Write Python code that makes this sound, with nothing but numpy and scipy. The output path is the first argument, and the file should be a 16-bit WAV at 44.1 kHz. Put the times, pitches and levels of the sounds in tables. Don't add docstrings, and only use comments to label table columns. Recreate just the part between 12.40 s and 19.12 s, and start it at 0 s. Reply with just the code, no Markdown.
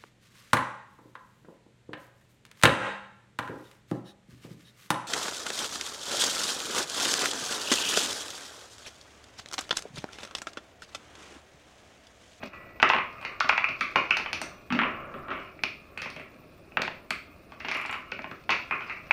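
import sys
import numpy as np
from scipy import signal
from scipy.io import wavfile

SR = 44100
rng = np.random.default_rng(int(sys.argv[2]) if len(sys.argv) > 2 else 0)


def waveform_to_disk(signal):
    frames = np.transpose(np.atleast_2d(signal))
    scaled = np.clip(frames, -1, 1) * 32767
    samples = np.round(scaled).astype(np.int16)
    wavfile.write(sys.argv[1], SR, samples)


N = 296352

# f/Hz, level/dB, t60/s
TABLE_MODES = [(111, -13.5, 0.054), (159.7, -7.5, 0.064), (226.3, -5.5, 0.068), (322, -4.5, 0.031),
               (382.4, -2, 0.048), (551.5, 4.5, 0.022), (617, 6.5, 0.027), (675, -13, 0.062)]
SLAB_LOW_MODES = [(835, -13.5, 0.0029), (1072, -5.5, 0.026), (1229, 1.5, 0.012), (1410, -8.5, 0.024),
                  (1754, -7.5, 0.0076)]
SLAB_HIGH_MODES = [(2080, -6, 0.0096), (2118, -2, 0.0076), (2462, 4, 0.013), (2730, -9, 0.015),
                   (2823, -9, 0.026), (3440, -11.5, 0.0011)]
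EDGE_MODES = [(3800, -2, .004), (4500, 1, .005), (6900, -16, .003), (5150, 1, .004), (5800, -7, .004)]
EDGE_CONTACT_HZ = 5400


def amp(db):
    return 10 ** (np.asarray(db) / 20)


def unit_rms(x):
    return x / np.sqrt(np.mean(x ** 2) + 1e-20)


def samples(t_s):
    return np.clip(np.round(t_s * SR).astype(int), 0, N - 1)


def in_time(rows):
    t_s, *columns = np.transpose(rows)
    return [np.interp(np.arange(N) / SR, t_s, column) for column in columns]


def at_hz(points, hz):
    points_hz, values = np.transpose(points)
    return np.interp(np.log(hz), np.log(points_hz), values)


def cut(x, hz, kind, order=2):
    return signal.sosfilt(signal.butter(order, hz, kind, fs=SR, output="sos"), x)


def bands(white):
    edges_hz = 22 * 2 ** np.arange(0, 9.7, 1 / 3)
    for k, (low, high) in enumerate(zip(edges_hz, edges_hz[1:])):
        sos = signal.butter(2, [low, high], "band", fs=SR, output="sos")
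        yield np.sqrt(low * high), signal.sosfilt(sos, white[k % 2])


def drift(rate_hz):
    hop = 40
    r = np.exp(-2 * hop * np.pi * rate_hz / SR)
    slow = signal.lfilter([1], [1, -2 * r, r * r], rng.standard_normal(N // hop + 2002))[2000:]
    return np.interp(np.arange(N) / hop, np.arange(len(slow)), unit_rms(slow))


def ring(drive, hz, t60_s):
    r, w = amp(-60 / (t60_s * SR)), 2 * np.pi * hz / SR
    return signal.lfilter([0, np.sin(w)], [1, -2 * r * np.cos(w), r * r], drive + 1e-18)


def strike(modes, at, db, share_db=0, spread_db=1):
    scatter = np.random.default_rng(rng.integers(2 ** 31)).uniform(-1, 1, (len(at), len(modes)))
    out = np.zeros((2, N))
    for k, (hz, mode_db, t60_s) in enumerate(modes):
        sign = -1 if k % 3 == 2 else 1
        size = sign * amp(db + mode_db + spread_db * scatter[:, k])
        clicks = np.zeros((2, N))
        np.add.at(clicks, (0, at), size)
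        np.add.at(clicks, (1, at), size * amp(share_db))
        out += ring(clicks, hz, t60_s)
    return out


def hum():
    floor_spectrum = [(20, -16), (35, -8.5), (70, 3), (150, -3), (350, -2), (700, -15.5), (1400, -19.5),
                      (2500, -31.5), (3300, -24.5), (7700, -35.5), (10400, -36), (12500, -43),
                      (15000, -24.5), (16500, -28.5)]
    white = rng.standard_normal((2, N + SR))
    floor = sum(amp(at_hz(floor_spectrum, hz) + 2.7 * drift(rate_hz=22)) * band[SR:]
                for hz, band in bands(white))
    whine_hz, width_hz, onset_s = 9350, 200, 2.4
    whine = ring(rng.standard_normal(N), whine_hz, t60_s=np.log(1000) / (np.pi * width_hz))
    fade_in = np.clip(np.arange(N) / SR - onset_s, 0, 1)
    return amp(-55) * unit_rms(floor) + amp(-84.5) * fade_in * unit_rms(whine)


def room(x, patterns=4, place_s=0.3495, onset_s=0.00096):
    decay = [(100, 0.22), (300, 0.39), (1000, 0.42), (2500, 0.38), (5000, 0.38), (12000, 0.26)]
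    colour = [(100, 11.5), (300, 4), (1000, 2.5), (2500, 5), (5000, -4.5), (12000, -5)]
    t = np.arange(SR) / SR
    tails = sum(amp(at_hz(colour, hz) - 60 * t / at_hz(decay, hz)) * band
                for hz, band in bands(rng.standard_normal((2, patterns, SR))))
    tails *= 1 - np.exp(-(t / onset_s) ** 2)
    place = np.arange(N) / SR / place_s % patterns
    out = 0
    for k, tail in enumerate(tails):
        away = np.abs((place - k + patterns / 2) % patterns - patterns / 2)
        weight = np.cos(np.pi / 2 * np.minimum(away, 1))
        out += signal.fftconvolve(x * weight, tail / np.sqrt(np.sum(tail ** 2)))[:N]
    return out


def room_share_db(t_s):
    share = [(0, -3), (.45, 0), (.85, 2), (1.1, -3), (1.4, 1.5), (1.9, 0.5), (2.4, 3), (2.9, 7.5),
             (3.25, -4), (3.6, 2), (4.4, -3), (4.7, -2), (5.3, 3.5), (5.8, -2.5), (6.1, 4.5), (6.5, 6.5),
             (6.72, -7)]
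    return np.interp(t_s, *np.transpose(share))


def near_echoes(x):
    echoes = [(.0012, -8), (.0029, -10), (.0046, -12), (.0071, -15)]
    out = x.copy()
    for k, (delay_s, db) in enumerate(echoes):
        lag = round(delay_s * SR)
        out[lag:] += (-1) ** k * amp(db) * x[:-lag]
    return out


def marble_roll():
    rolling = [(0, -43.5), (1.21, -45.5), (1.91, -42), (2.3, -49.5), (2.47, -34.5), (2.84, -37),
               (3.01, -43.5), (3.39, -50.5), (4.32, -49), (4.51, -42), (4.7, -49.5), (6.1, -49.5),
               (6.31, -50), (6.72, -44)]
    start_s, end_s, tone_hz, tone_t60_s, tone_db = (.12, 0.8, 1959, 4, -52.5)
    t = np.arange(N) / SR
    rough = rng.standard_normal(N)
    rumble = unit_rms(sum(amp(db) * ring(rough, hz, t60_s) for hz, db, t60_s in TABLE_MODES))
    tone = unit_rms(ring(rough, tone_hz, tone_t60_s))
    on_page = np.clip(np.minimum(t - start_s, end_s - t) / 0.013, 0, 1)
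    return amp(in_time(rolling)[0] - 10) * rumble + amp(tone_db) * on_page * tone


def marble_drop():
    thumps = [(2.303, -30), (2.323, -25.5), (2.344, -30), (2.39, -34), (2.42, -34)]
    book_modes = [(213, -27, 0.095), (220, 2.5, 0.052), (280, 0.5, 0.07), (339, -1.5, 0.07)]
    t_s, db = np.transpose(thumps)
    thuds = strike(book_modes, samples(t_s), db, share_db=1.6, spread_db=6)
    return cut(cut(thuds, 330, "low"), 180, "high")


def metal_bounces():
    bounces = [(1.409, -76, -60, -87), (1.557, -59, -85, -62), (1.707, -56, -85, -75),
               (1.767, -56, -85, -74), (1.933, -53, -82, -74), (2.016, -45, -82, -80)]
    mode_groups = [
        [(5800, -3, .15), (5880, 0, .2), (5990, -3, .15), (6170, -5, .12), (6420, -11, .1)],
        [(9400, 0, .08), (9650, -2, .07), (12500, -4, .05), (12750, -5, .05)],
        [(13800, 0, .07), (14150, -2, .07)],
    ]
    t_s, *groups_db = np.transpose(bounces)
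    return sum(strike(modes, samples(t_s), db - 4, share_db=12, spread_db=3)
               for modes, db in zip(mode_groups, groups_db))


def soft_face(x, contact_hz=3920, radiation_hz=568):
    return cut(cut(x, contact_hz, "low", order=4), radiation_hz, "high", order=4)


def rattle(rate_per_s=430):
    rattling = [(0, -50, -25), (.07, -56, 4), (.12, -43.5, -28), (.24, -52, -27), (.45, -61, -12),
                (.92, -41, -32), (1.14, -82, -34), (1.23, -31.5, -55), (1.4, -63, 1), (1.81, -46, -20),
                (2.13, -53, -31), (2.34, -67, 0), (2.52, -40, -31), (2.8, -44, -60), (3.03, -46, -27),
                (3.2, -67.5, -10), (3.7, -49.5, -34), (3.97, -63, -13.5), (5.17, -61.5, -17),
                (5.37, -35.5, -30), (5.56, -48, -30), (6.14, -70, -1.5), (6.4, -44, -21),
                (6.72, -57, -13.5)]
    db, bright_db = in_time(rattling)
    at = np.flatnonzero(rng.random(N) < rate_per_s / SR)
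    size_db = 2.64 * np.minimum(rng.exponential(1, N), 4)[at] + db[at]
    low = strike(SLAB_LOW_MODES, at, size_db - 4, spread_db=3.5)
    high = strike(SLAB_HIGH_MODES, at, size_db + 0.41 * bright_db[at] - 3, spread_db=6)
    edge = strike(EDGE_MODES, at, size_db + bright_db[at], spread_db=10.5)
    return soft_face(low + high) + cut(edge, EDGE_CONTACT_HZ, "low")


def edge_ticks():
    ticks = [(0.0371, -31, -19), (0.059, -43, -9), (0.401, -32, -30), (.421, -29, -39), (0.429, -20, -53),
             (0.4912, -17, -55), (.549, -39, -18), (.582, -41.5, -29), (.728, -45, -16),
             (0.814, -40.5, -15), (0.826, -46, -13), (.8507, -29.5, -24), (1.003, -17, -28),
             (1.0912, -19, -45), (1.1772, -22, -57), (1.2423, -30, -41), (1.2895, -31.5, -23),
             (1.409, -22, -23), (1.5596, -21, -30), (1.707, -20.5, -49), (1.77, -17, -24.5),
             (1.9306, -16.5, -19), (2.0161, -18, -12.5), (2.325, -28, -54), (2.908, -45, -31),
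             (3.0003, -49, -31), (3.236, -18, -20.5), (3.577, -35, -13), (3.6187, -22.5, -20),
             (3.657, -43, -33), (3.702, -35.5, -11.5), (3.763, -34.5, -18), (3.799, -41, -16),
             (4.372, -31, -37), (4.4187, -16.5, -17), (4.4764, -36, -24), (4.706, -18, -13),
             (5.12, -48, -28), (5.201, -35.5, -35.5), (5.251, -33, -26), (5.285, -24.5, -26),
             (5.3144, -21, -26), (5.3467, -31, -10), (5.3702, -35.5, -9), (5.4146, -37, -7),
             (5.461, -35, -10), (5.4955, -47, -15), (5.512, -47, 3.5), (5.528, -31, -15),
             (5.7177, -33.5, -25), (5.7905, -37, -26), (5.82, -32.5, -42), (5.9125, -40.5, -16),
             (6.096, -34, -40), (6.105, -20.5, -24), (6.312, -60, 3), (6.4977, -38.5, -41),
             (6.7104, -22, -33)]
    top_modes = [(7200, -4, .003), (8000, -5, .003), (8900, -6, .003), (9900, -8, .003), (11000, -9, .003),
                 (12600, -15, .002), (15000, -16, .002)]
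    t_s, db, top_db = np.transpose(ticks)
    at, share_db = samples(t_s), room_share_db(t_s) + 5.5
    low = cut(strike(EDGE_MODES, at, db - 8, share_db, spread_db=8), EDGE_CONTACT_HZ, "low")
    top = strike(top_modes, at, db + top_db + 1, share_db, spread_db=8)
    return cut(low + top, 1600, "high", order=4)


def table_knocks():
    knocks = [(0.027, -30, -10.5, -8), (0.032, -21, -6.5, -8), (.4, -16.5, -21, -8), (.428, 5.5, -22.5, -8),
              (.444, -15, -29, -5), (.454, -34, -22, -6), (.5, -2.5, -26, -9.5), (.535, -8.5, -22, -4),
              (.548, -12.5, -10, -13), (0.564, -10, -41, -11), (0.585, -10.5, -33, -10),
              (0.813, -29.5, -16, -5), (.827, -31, -24, -3), (.85, -20.5, -14.5, 3), (1.006, -3, -54, -29),
              (1.045, -19.5, -9, -1.5), (1.094, 3, -44, -8.5), (1.127, -9.5, -23, -16),
              (1.179, -10, -29.5, 1.5), (1.242, -10.5, -31, 1.5), (1.288, -23, -6, -1),
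              (1.41, -11, -20, -1), (1.558, -2.5, -15, -6.5), (1.708, -10.5, -17.5, 0.5),
              (1.769, -13.5, -33, -3), (1.799, -21.5, -11.5, -12), (1.861, -18.5, -26, -4),
              (1.93, -17, -13, -0.5), (2.016, -15.5, -12.5, -7), (2.304, -18, -36, -6),
              (2.324, -12.5, -30, -10), (2.35, -17, -10.5, -6), (2.39, -6.5, -33, -10),
              (2.416, -11.5, -40, -9), (2.434, -14.5, -31, -5), (2.449, -20.5, -4, -15),
              (2.741, -28, -6.5, -30), (2.884, -24, -10, -21), (2.905, -19, -15.5, -22),
              (2.916, -22.5, -15, -5), (2.928, -27, -31, -33), (2.978, -30.5, -6, -5.5),
              (3.191, -34.5, -15, 0), (3.236, -10, -14, -3.5), (3.575, -24, -11, 1), (3.62, -23, -11, 3),
              (3.659, -24.5, -9, -1.5), (3.764, -36, 4, 6.5), (3.797, -31, -0.5, 1), (3.816, -31, -19, -28),
              (4.32, -41.5, -6, 1), (4.371, -5, -15.5, -8), (4.394, -21, 0, -33), (4.408, -27, -5, -22),
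              (4.419, -18, -13, 0.5), (4.432, -18, -11, -9), (4.451, -19.5, -30, -8),
              (4.479, -14.5, -17, -10.5), (4.707, -12, -16, -1), (5.121, -30, -9, -23),
              (5.204, -29, -9, 1.5), (5.248, -20, -12.5, -2.5), (5.285, -20.5, -15, 1),
              (5.314, -19.5, -22, 0), (5.349, -19, -11.5, -0.5), (5.374, -31, -11, -3),
              (5.398, -30, -35, 9), (5.408, -33, -32, -7), (5.414, -25, -34, -3), (5.451, -21, -20, -2.5),
              (5.495, -20, -16, -1.5), (5.527, -20.5, -21, -4.5), (5.541, -21.5, -23, -2.5),
              (5.554, -29, -16, -4), (5.72, -19.5, -11, -0.5), (5.791, -19.5, -10.5, -9),
              (5.843, -22, -8.5, -6), (5.862, -30, -10, -17), (5.914, -23, -8.5, -14),
              (6.093, -8, -18.5, -7.5), (6.102, -18.5, -10, 0), (6.119, -17.5, -42, -4),
              (6.31, -14.5, -16, -6), (6.408, -21, -23, -11.5), (6.497, -20.5, -27, -5.5),
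              (6.709, -5.5, -38, -1)]
    seatings = (.95, 1, 1.06)
    slap_modes = [(1300, 0, .003), (2400, -2, .003)]
    t_s, db, boom_db, high_db = np.transpose(knocks)
    at, share_db = samples(t_s), room_share_db(t_s)
    clack = np.zeros((2, N))
    for k, ratio in enumerate(seatings):
        turn = slice(k, None, len(seatings))
        low_modes = np.array(SLAB_LOW_MODES) * [ratio, 1, 1]
        high_modes = np.array(SLAB_HIGH_MODES) * [ratio, 1, 1]
        clack += strike(low_modes, at[turn], db[turn] - 11, share_db[turn], spread_db=8)
        clack += strike(high_modes, at[turn], (db + high_db)[turn] - 6.5, share_db[turn], spread_db=5.5)
    clack += strike(slap_modes, at, db - 4, share_db - 2.5, spread_db=2.5)
    boom = strike(TABLE_MODES, at, db + boom_db - 10, share_db, spread_db=5)
    return soft_face(clack) + cut(cut(boom, 1300, "low"), 110, "high")


def scene():
    direct, room_send = table_knocks() + rattle() + marble_drop() + edge_ticks() + metal_bounces()
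    return (near_echoes(direct) + amp(-5) * room(room_send) + marble_roll() + hum())[None]


def record(dry):
    start_s, end_s, dip_db = (0.082, 0.135, -6.5)
    ramp_s, ceiling, stop_hz = 0.004, 1.3, 16500
    t = np.arange(N) / SR
    dip = amp(dip_db * np.clip(np.minimum(t - start_s, end_s - t) / ramp_s, 0, 1))
    rounded = ceiling * np.tanh(dip * dry / ceiling)
    return signal.sosfilt(signal.cheby2(14, 80, stop_hz, fs=SR, output="sos"), rounded)


dry = scene()
out = record(dry)
waveform_to_disk(out)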